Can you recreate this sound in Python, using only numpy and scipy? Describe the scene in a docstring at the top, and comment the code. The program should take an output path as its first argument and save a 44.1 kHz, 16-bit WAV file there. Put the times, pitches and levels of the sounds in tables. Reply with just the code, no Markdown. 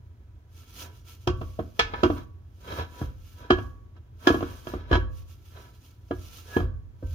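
"""A low hum in a garage, then a hand brushing along a metal driveshaft and the scrape of its dry joints.
We are under a car, a two-port microphone close to the shaft, while the hand turns it to and fro.
The slack in the gears closes with clunks that shake the underbody and ring the tube.
A loose metal part clanks twice, and three shoves set the car body thudding."""
import sys
import numpy as np
from scipy import signal
from scipy.fft import rfft, irfft
from scipy.io import wavfile

SR = 44100
rng = np.random.default_rng(int(sys.argv[2]) if len(sys.argv) > 2 else 0)


def put_to_file(sound):
    """Save the sound as 16-bit audio at rate SR, in the file named by the first command-line argument."""
    columns = np.atleast_2d(sound).T  # one column per channel
    safe = np.clip(columns, -1, 1)
    whole_steps = np.round(safe * 32767)
    wavfile.write(sys.argv[1], SR, whole_steps.astype(np.int16))


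N = 314918


def amp(db):
    """Decibels to gain."""
    return 10 ** (np.asarray(db) / 20)


def unit(x):
    """Scales to rms 1."""
    return x / np.sqrt(np.mean(x ** 2) + 1e-20)


def read(points, hz):
    """Reads a table on a log-frequency axis."""
    f, value = np.transpose(points)
    return np.interp(np.log(hz + 1), np.log(f + 1), value)


def bins(size):
    """Frequencies of a spectrum in Hz."""
    return np.fft.rfftfreq(size, 1 / SR)


def add(mix, s, sound):
    """Mixes a sound in at s seconds."""
    part = mix[:, max(round(s * SR), 0):][:, :sound.shape[1]]
    part += sound[:, :part.shape[1]]


def drift(rate_hz):
    """A smooth random wander of rms 1."""
    return unit(irfft(rfft(rng.standard_normal(N)) * np.exp(-(bins(N) / rate_hz) ** 2), N))


# How alike the two ports hear a noise. Each row: frequency in Hz, correlation.
PORT_LIKENESS = [(60, 1), (300, 0.98), (1000, 0.27), (4000, 0.2), (9000, 0.063), (15000, 0.15)]
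def noise(tone_db, size):
    """Coloured noise, partly alike at the two ports."""
    left, other = rfft(rng.standard_normal((2, size)))
    same = np.clip(read(PORT_LIKENESS, bins(size)), 0, 1)
    right = same * left + np.sqrt(1 - same ** 2) * other
    return unit(irfft(np.array([left, right]) * amp(tone_db), size))


# Room tone of the still garage. Each row: frequency in Hz, relative level in dB.
ROOM_TONE = [(20, -18), (40, -7), (62, 0), (100, -3), (160, -18), (340, -22), (500, -31), (1200, -37),
             (2400, -44), (4000, -49), (6800, -53), (7800, -60), (16000, -54)]
# The hum in the room. Each row: frequency in Hz, level in dB about which it wavers.
HUM_TONES = [(58.5, -62.5), (86, -54), (115, -58.5)]
def background(waver_db=3.5, wander_rad=0.37, air_db=-52):
    """Low rumble and a wavering hum fill the garage."""
    t, hum = np.arange(N) / SR, 0
    for hz, db in HUM_TONES:
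        peak = amp(db + waver_db * drift(12.0)) * np.sqrt(2)
        hum += peak * np.sin(2 * np.pi * hz * t + wander_rad * drift(6.6))
    return hum + amp(air_db) * noise(read(ROOM_TONE, bins(N)), N)


def strokes(rows, rest_db, drop_db=27, roundness=1.39):
    """Gain of rubbing: a stroke is drop_db down one swell before and one ebb after its fastest moment."""
    t, power = np.arange(N) / SR, amp(rest_db) ** 2
    for s, swell_s, ebb_s, db in rows:
        away = np.maximum((s - t) / swell_s, (t - s) / ebb_s)
        power = power + amp(db - drop_db * np.minimum(away, 10) ** roundness) ** 2
    return np.sqrt(power)


def humps(peaks):
    """Resonance peaks in dB over frequency."""
    return sum(db / (1 + (2 * (bins(N) - hz) / width) ** 2) for hz, width, db in peaks)


# The hiss of the hand, close up. Each row: frequency in Hz, relative level in dB.
HAND_TONE = [(500, 4.5), (1500, -0.5), (3300, 7), (6500, 1), (7600, -9), (9500, -5.5), (12000, -1),
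             (15000, 1.5), (16000, -8.5)]
# The tube's resonances under the hand. Each row: centre in Hz, width in Hz, gain in dB.
HAND_PEAKS = [(596, 60, -8.5), (1346, 52, 13), (2978, 130, 8.5), (3360, 27, 7), (5470, 74, -7),
              (5720, 57, 13.5), (6400, 47, 0.5), (6770, 57, 8.5), (8820, 64, 9), (9540, 230, 5.5),
              (9400, 100, 1)]
# Slides of the hand. Each row: fastest moment, swell and ebb in seconds, relative level in dB.
HAND_SLIDES = [(.59, 0.11, 0.13, -61), (.7, 0.096, 0.082, -61.5), (.815, .13, 0.084, -46.5),
               (.96, 0.1, 0.12, -64.5), (1.095, 0.07, 0.13, -55), (1.22, 0.048, 0.13, -65.5),
               (1.445, 0.21, 0.78, -65.5), (1.78, 0.061, 0.06, -64), (2.16, 0.39, .13, -60.5),
               (2.66, 0.078, 0.11, -65.5), (2.78, 0.25, 0.1, -53.5), (3.01, 0.22, 0.15, -58.5),
               (3.29, 0.23, .15, -66), (3.4, 0.36, 0.11, -65), (3.62, 0.3, 0.19, -67),
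               (4.29, 0.12, 0.24, -51.5), (4.51, 0.18, 0.13, -58.5), (4.58, 0.11, .15, -60.5),
               (4.69, 0.12, .16, -57), (4.93, 0.077, 0.15, -62), (5.18, 0.11, 0.11, -62.5),
               (5.31, 0.078, 0.11, -62.5), (5.465, 0.04, .09, -65), (5.62, 0.42, 0.22, -64),
               (5.755, .05, 0.081, -67), (5.85, .09, 0.17, -63), (6.26, 0.3, 0.055, -60),
               (6.38, 0.25, 0.1, -53.5), (6.57, 0.26, 0.099, -53), (7.13, 0.18, .1, -61.5)]
def brush(rough_db=1.2, gain_db=4.5):
    """Skin and sleeve slide with a fine, slightly grainy hiss, coloured by the tube."""
    hiss = noise(read(HAND_TONE, bins(N)) + humps(HAND_PEAKS), N)
    return amp(gain_db + rough_db * drift(170)) * strokes(HAND_SLIDES, rest_db=-88.5) * hiss


# Friction in the dry joints. Each row: frequency in Hz, relative level in dB.
JOINT_TONE = [(30, -20), (55, 3), (85, 10.5), (140, -6), (300, -7.5), (460, -3), (680, -9), (950, -12),
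              (1560, -13), (1950, -21), (3300, -19.5), (6500, -36.5), (8000, -56.5), (16000, -59.5)]
# The resonances it drives. Each row: centre in Hz, width in Hz, gain in dB.
JOINT_PEAKS = [(480, 48, -3.5), (686, 100, -0.5), (975, 8.1, 18), (1310, 17, 9.5), (1520, 61, 6),
               (1690, 69, 8.5), (2080, 210, 5.5), (2550, 17, 3.5), (3170, 230, 5), (3890, 90, 11.5),
               (5500, 250, 7)]
# Turns of the joints. Each row: fastest moment, swell and ebb in seconds, relative level in dB.
JOINT_TURNS = [(.64, 0.042, 0.074, -64), (.835, 0.073, 0.17, -49.5), (2.0, 0.24, 0.093, -43),
               (2.18, 0.053, 0.088, -45), (2.73, 0.11, 0.054, -35), (2.795, 0.066, 0.094, -33.5),
               (3.0, 0.16, 0.18, -47.5), (3.445, 0.13, 0.091, -49), (3.97, 0.027, 0.04, -59),
               (4.27, .08, 0.056, -41.5), (4.49, 0.3, 0.18, -47.5), (4.7, 0.099, 0.38, -47),
               (4.95, 0.063, 0.054, -28.5), (5.58, 0.1, 0.23, -51.5), (6.55, 0.15, 0.18, -45.5)]
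# The tube sings as it binds. Each row: time in seconds, level in dB.
BINDING = [(6.46, -79), (6.5, -61), (6.56, -34), (6.6, -50), (6.64, -104.5)]
def scrapes(rough_db=1.5, gain_db=3.7, creep_db=-75, sing_hz=1680, sing_width_hz=22):
    """Uneven friction in the joints drives the tube's resonances, creeping faintly between turns."""
    t, hz = np.arange(N) / SR, bins(N)
    grain = unit(amp(rough_db * drift(150)))
    friction = noise(read(JOINT_TONE, hz) + humps(JOINT_PEAKS), N)
    rub = friction * grain * strokes(JOINT_TURNS, rest_db=creep_db)
    song = noise(-20 * np.log10(1 + ((hz - sing_hz) / sing_width_hz) ** 2), N)
    song_db = np.interp(t, *np.transpose(BINDING), left=-140, right=-140)
    return amp(gain_db) * rub + amp(song_db) * song


def fade(x, t60s):
    """Lets each frequency die at its own speed."""
    hz, t, spectra = signal.stft(x, SR, nperseg=256)
    decay = amp(-60 * t / read(t60s, hz)[:, None])
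    return signal.istft(spectra * decay, SR, nperseg=256)[1][:, :x.shape[1]]


def ring(modes, t, spread=0.7, scatter=0.84):
    """Decaying sines; their phases vary with each blow and, in high modes, between the ports."""
    hz, db, t60 = np.transpose(modes)[:, :, None]
    phase = scatter * rng.standard_normal(hz.shape) + np.pi * np.arange(len(hz))[:, None]
    phase = phase + spread * np.minimum(hz / 1000, 1) * rng.standard_normal((2, len(hz), 1))
    return (amp(db - 60 * t / t60) * np.sin(2 * np.pi * hz * t + phase)).sum(1)


def causal(gain_db, size=4096):
    """Minimum-phase impulse response: resonances ring after a sound, never before it."""
    half = len(gain_db) - 1
    folded = irfft(np.log(amp(gain_db))) * np.r_[1, np.full(half - 1, 2), np.zeros(half)]
    return irfft(np.exp(rfft(folded)))[None, :size]


def dying(t):
    """Brings the last third of a ring smoothly to rest."""
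    return np.clip(3 * (1 - t / t[-1]), 0, 1) ** 2


def strength(bands):
    """Rms of each band over the first 45 ms."""
    return np.sqrt(np.mean(bands[..., :2000] ** 2, axis=(-2, -1), keepdims=True)) + 1e-9


# The borders between the five zones of a blow, in Hz.
BORDERS_HZ = [130, 600, 2000, 5000]
def zones(x):
    """Splits a sound, low to high, into boom, body, clunk, ring and tick."""
    below = [1 / (1 + (bins(x.shape[1]) / hz) ** 10) for hz in BORDERS_HZ]
    shares = np.diff(below, axis=0, prepend=0, append=1)
    return irfft(rfft(x) * shares[:, None], x.shape[1])


# How the crowd of short modes in struck metal dies. Each row: frequency in Hz, t60 in seconds.
CROWD_DECAY = [(60, 0.7), (200, 0.26), (320, 0.089), (500, 0.023), (1500, 0.16), (3500, 0.15), (8000, 0.16),
               (15000, 0.05)]
def blow(tone, modes, zone_db, t, damping, crowd_db, jolt_db, punch, contact_s):
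    """Metal hits metal: a direct jolt, crowded short modes and clear ones, levelled zone by zone."""
    land_s, peak_s = 0.003, 0.0035
    rise_s = np.array([0.0027, 0.00071, 0.0035, 0.0015, 0.00051])[:, None, None]  # boom to tick
    tone_db = read(tone, bins(len(t)))
    crowd = zones(fade(noise(tone_db, len(t)), CROWD_DECAY))
    jolt = zones(np.roll(causal(tone_db, size=len(t)), round(land_s * SR)))
    contact = 1 + punch * np.exp(-((t - peak_s) / contact_s) ** 2)  # loudest while the parts press
    bands = amp(crowd_db) * crowd / strength(crowd) + zones(modes)
    bands[:-1] += amp(jolt_db) * (jolt / strength(jolt))[:-1]  # the tick is all rattle
    bands *= 1 - np.exp(-(t / rise_s) ** 2)
    bands[1:] *= contact * damping  # the heavy car body booms on undamped
    return (bands / strength(bands) * amp(zone_db)[:, None, None]).sum(0) * dying(t)


# The metal around the microphone. 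Each row: frequency in Hz, relative level in dB, t60 in seconds.
UNDERBODY_MODES = [(52.2, -2, 0.5), (85.8, 4, 0.39), (310, -14, 0.15), (459, -2, 0.17), (637, -16, 0.16),
                   (692, -1.5, 0.08), (1070, -5.5, 0.2), (1190, -9, 0.14), (1280, -12, 0.15),
                   (1418, -7, 0.22), (1530, -11, 0.16), (2126, -14, 0.12), (2912, -7, .2), (3080, -7, 0.2),
                   (3220, -10, .13), (4200, -25, 0.12), (5360, -29, .14)]
BENDING_MODES = [(357.8, 0.0079, 0.48)]
TUBE_MODES = [(1416, -14, .12), (1663, -5.5, .14), (1739, -16, .12), (3085, -15, .14), (3235, -21, .11),
              (3970, -25, .14), (4335, -34, .12)]
SHIELD_MODES = [(1124, -11, .65), (1160, -21, 0.67), (1157, -12.5, 0.5), (1350, -13.5, 0.28)]  # thin sheet metal, ringing on after hard blows
FLOOR_PAN_MODES = [(263, -33, .35), (393, -34, .33), (517, -28, .55), (617, -36, .45), (947, -42, .42),
                   (1534, -38, .35)]
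# The axle's crowd of short modes. Each row: frequency in Hz, relative level in dB.
AXLE_TONE = [(30, -25.5), (55, -7.5), (125, -11.5), (220, -2.5), (310, 9), (410, -9), (480, -2), (720, 4.5),
             (900, -6.5), (1150, -3.5), (1700, -16), (1950, -16.5), (3100, 1), (6500, -34), (7800, -48),
             (16000, -47)]
# Body, clunk, ring and tick of a knock. Each row: octaves above the body, gain in dB before dulling.
KNOCK_COLOUR = [(0, -0.5), (1.998, 8.5), (3.5, 6), (4.498, 1.5)]
# The gear slack closing. Each row: start in seconds, force in dB, dullness in dB per octave,
# then levels in dB of the car body's boom, the shaft's bending tone and the tube's ring.
GEAR_KNOCKS = [(1.272, -36.5, 2.3, -22.5, -26, -58), (1.412, -41, 6.8, -32.5, -51, -64),
               (1.59, -31, 10, -32.5, -48, -73), (2.032, -23, 5.5, -24, -19.5, -38),
               (2.099, -27, 9.5, -34, -37.5, -56), (3.013, -37.5, 9, -27.5, -51, -48),
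               (3.503, -21.5, 5.5, -23.5, -18, -16), (3.584, -41.5, 6, -38, -51.5, -50),
               (4.27, -23.5, 3.5, -39.5, -21, -16), (4.301, -24.5, 8, -26, -47.5, -56),
               (4.342, -29.5, 8.5, -56.5, -35.5, -31), (4.405, -40, 6, -35, -45.5, -68),
               (4.425, -33, 8, -39, -40.5, -66), (4.668, -43.5, 5, -44.5, -45, -44),
               (4.735, -35, 9.5, -31, -39, -57), (4.912, -28, 7, -21.5, -38, -33),
               (4.927, -29.5, 5.5, -34, -51.5, -18.5), (4.951, -31.5, 6.5, -39.5, -28, -26),
               (6.109, -30.5, 9.5, -35.5, -35, -41), (6.565, -22.5, 10, -26, -32.5, -29.5),
               (6.601, -36.5, 7.5, -25.5, -40.5, -63), (7.025, -44.5, 13, -27, -55.5, -71)]
def knocks(swell_s=0.0005, detune=0.008, free_s=0.037, seated_t60=0.035, seated_share=0.5):
    """The gear teeth collide; the shaft bends freely until they seat and damp it."""
    out, t = np.zeros((2, N)), np.arange(32768) / SR
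    free = amp(-60 * np.maximum(t - free_s, 0) / seated_t60)
    damping = seated_share + (1 - seated_share) * free
    swell = (1 - np.exp(-t / swell_s)) * dying(t)
    octaves, colour_db = np.transpose(KNOCK_COLOUR)
    for s, force_db, dullness, boom_db, bend_db, wall_db in GEAR_KNOCKS:
        zone_db = np.r_[boom_db, force_db + colour_db - dullness * octaves]  # soft contact loses treble
        ring_db = zone_db[-2]
        tuning = 1 + detune * rng.standard_normal()  # the load on the joints shifts the modes a little
        clunk = blow(AXLE_TONE, ring(UNDERBODY_MODES, t * tuning), zone_db, t, damping,
                     crowd_db=-2.5, jolt_db=-8.5, punch=0.98, contact_s=0.003)
        bending = amp(bend_db) * free * ring(BENDING_MODES, t)
        tube = amp(wall_db) * ring(TUBE_MODES, t * tuning)
        shield = amp(ring_db) * ring(SHIELD_MODES, t)
        floor_pan = amp(boom_db) * ring(FLOOR_PAN_MODES, t * tuning)
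        add(out, s, clunk + 2 * swell * (bending + tube + shield + floor_pan))
    return out


# The loose part's clear modes. Each row: frequency in Hz, relative level in dB, t60 in seconds.
LOOSE_MODES = [(456, -6, .35), (815, 4, .1), (947, -11, .25), (1287, -4, .17), (1534, -12, .35),
               (1732, -1, .16), (2130, -2, .17), (2510, -2, .15), (3063, -4, .14), (3287, -2, .14),
               (3397, -5, .13), (3644, -10, .14), (5243, -18, .24), (5631, -14, .1)]
# Its crowd of short modes. Each row: frequency in Hz, relative level in dB.
LOOSE_TONE = [(40, -7), (200, -18.5), (450, 0), (640, -1.5), (820, 4.5), (1100, -3), (3300, -9.5),
              (5500, -17.5), (7000, -30.5), (7800, -38.5), (16000, -40)]
# Its strikes. Each row: start in seconds, then boom, body, clunk, ring and tick in dB.
LOOSE_STRIKES = [(1.792, -31, -31, -25, -24, -40), (1.935, -39, -40.5, -36.5, -47, -88)]
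def clanks():
    """A loose metal part strikes and rings brightly."""
    out, t = np.zeros((2, N)), np.arange(32768) / SR
    for s, *zone_db in LOOSE_STRIKES:
        clank = blow(LOOSE_TONE, ring(LOOSE_MODES, t), zone_db, t, damping=1,
                     crowd_db=-5, jolt_db=-21.5, punch=0.6, contact_s=0.01)
        add(out, s, clank)
    return out


# Pushes that shake the car overhead. Each row: start in seconds, level in dB.
PUSHES = [(3.015, -41.5), (4.913, -9), (6.108, -37)]
def shoves(body_hz=52, build_s=0.0049, t60=0.35, floor_pan_db=2):
    """A hard push on the shaft swings the car body with a deep thud, and the floor pan rings on."""
    out, t = np.zeros((2, N)), np.arange(32768) / SR
    thud = amp(-60 * t / t60) * np.sin(2 * np.pi * body_hz * t)
    swell = (1 - np.exp(-(t / build_s) ** 2)) * dying(t)
    for s, db in PUSHES:
        add(out, s, amp(db) * swell * (thud + amp(floor_pan_db) * ring(FLOOR_PAN_MODES, t)))
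    return out


def tube_wall(x, spacing_hz=70, ripple_db=6.0):
    """The thin wall's crowded resonances put a random ripple on the spectrum."""
    hz, knots = bins(N), np.arange(0, SR / 2, spacing_hz)
    ripple = np.interp(hz, knots, rng.standard_normal(1200)[:len(knots)]) - 0.3
    depth = read([(900, 0.42), (2500, 0.72), (8000, 0.44), (15000, 1.0)], hz)
    return signal.oaconvolve(x, causal(ripple_db * depth * ripple), axes=1)[:, :N]


# The garage, heard from under the car. Each row: frequency in Hz, t60 in seconds.
GARAGE_DECAY = [(80, 1), (300, 0.3), (1100, 0.39), (3000, 0.3), (10000, 0.26)]
def garage(x, build_s=0.017):
    """A diffuse tail builds up under the car, different at each port."""
    t = np.arange(SR) / SR
    tail = fade(rng.standard_normal((2, SR)), GARAGE_DECAY) * (1 - np.exp(-t / build_s))
    return signal.fftconvolve(x, tail / np.linalg.norm(tail[0]), axes=1)[:, :N]


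# The lag at the microphone's right port. Each row: frequency in Hz, phase in radians.
RIGHT_LAG = [(60, 0.15), (140, 0.51), (350, 0.33), (540, 0.81), (680, 0.23), (850, 2), (1400, 2.22),
             (1670, 4.8), (2700, 4.4), (3100, 4.1), (4000, 10.5), (5000, 9.6), (16000, 48)]
def from_left(x):
    """The sound reaches the right port a little later, by a path that bends round the tube."""
    lag = np.exp(-1j * read(RIGHT_LAG, bins(N)))
    return np.array([x[0], irfft(rfft(x[1]) * lag, N)])


def scene(room_db=-17):
    """Metal and hand sound close by through the tube wall, with the garage and its hum behind."""
    ends = signal.windows.tukey(N, 0.001)
    metal = from_left(ends * (knocks() + shoves() + clanks() + scrapes()))
    near = tube_wall(metal + brush())
    return ends * (near + amp(room_db) * garage(near) + from_left(background()))


# The colour of the two ports. Each row: frequency in Hz, left over right in dB.
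PORT_BALANCE = [(80, -1.5), (140, 2.5), (300, 0), (520, -4), (800, 0.5), (1200, -2.5), (1750, -0.5),
                (2700, -2.5), (4200, 0.5), (6400, -9.5), (9500, -9.5), (15000, -4.5)]
def record(dry, low_cut_hz=36, high_cut_hz=15850):
    """The microphone: each port has its own colour and loses the deepest bass and highest treble."""
    tilt_db = read(PORT_BALANCE, bins(N)) * np.array([[0.5], [-0.5]])
    coloured = irfft(rfft(dry) * amp(tilt_db), N)
    low_cut = signal.butter(4, low_cut_hz, "high", fs=SR, output="sos")
    high_cut = signal.firwin(511, high_cut_hz, window=("kaiser", 9), fs=SR)
    return signal.oaconvolve(signal.sosfilt(low_cut, coloured), high_cut[None], "same")


dry = scene()
out = record(dry)
put_to_file(out)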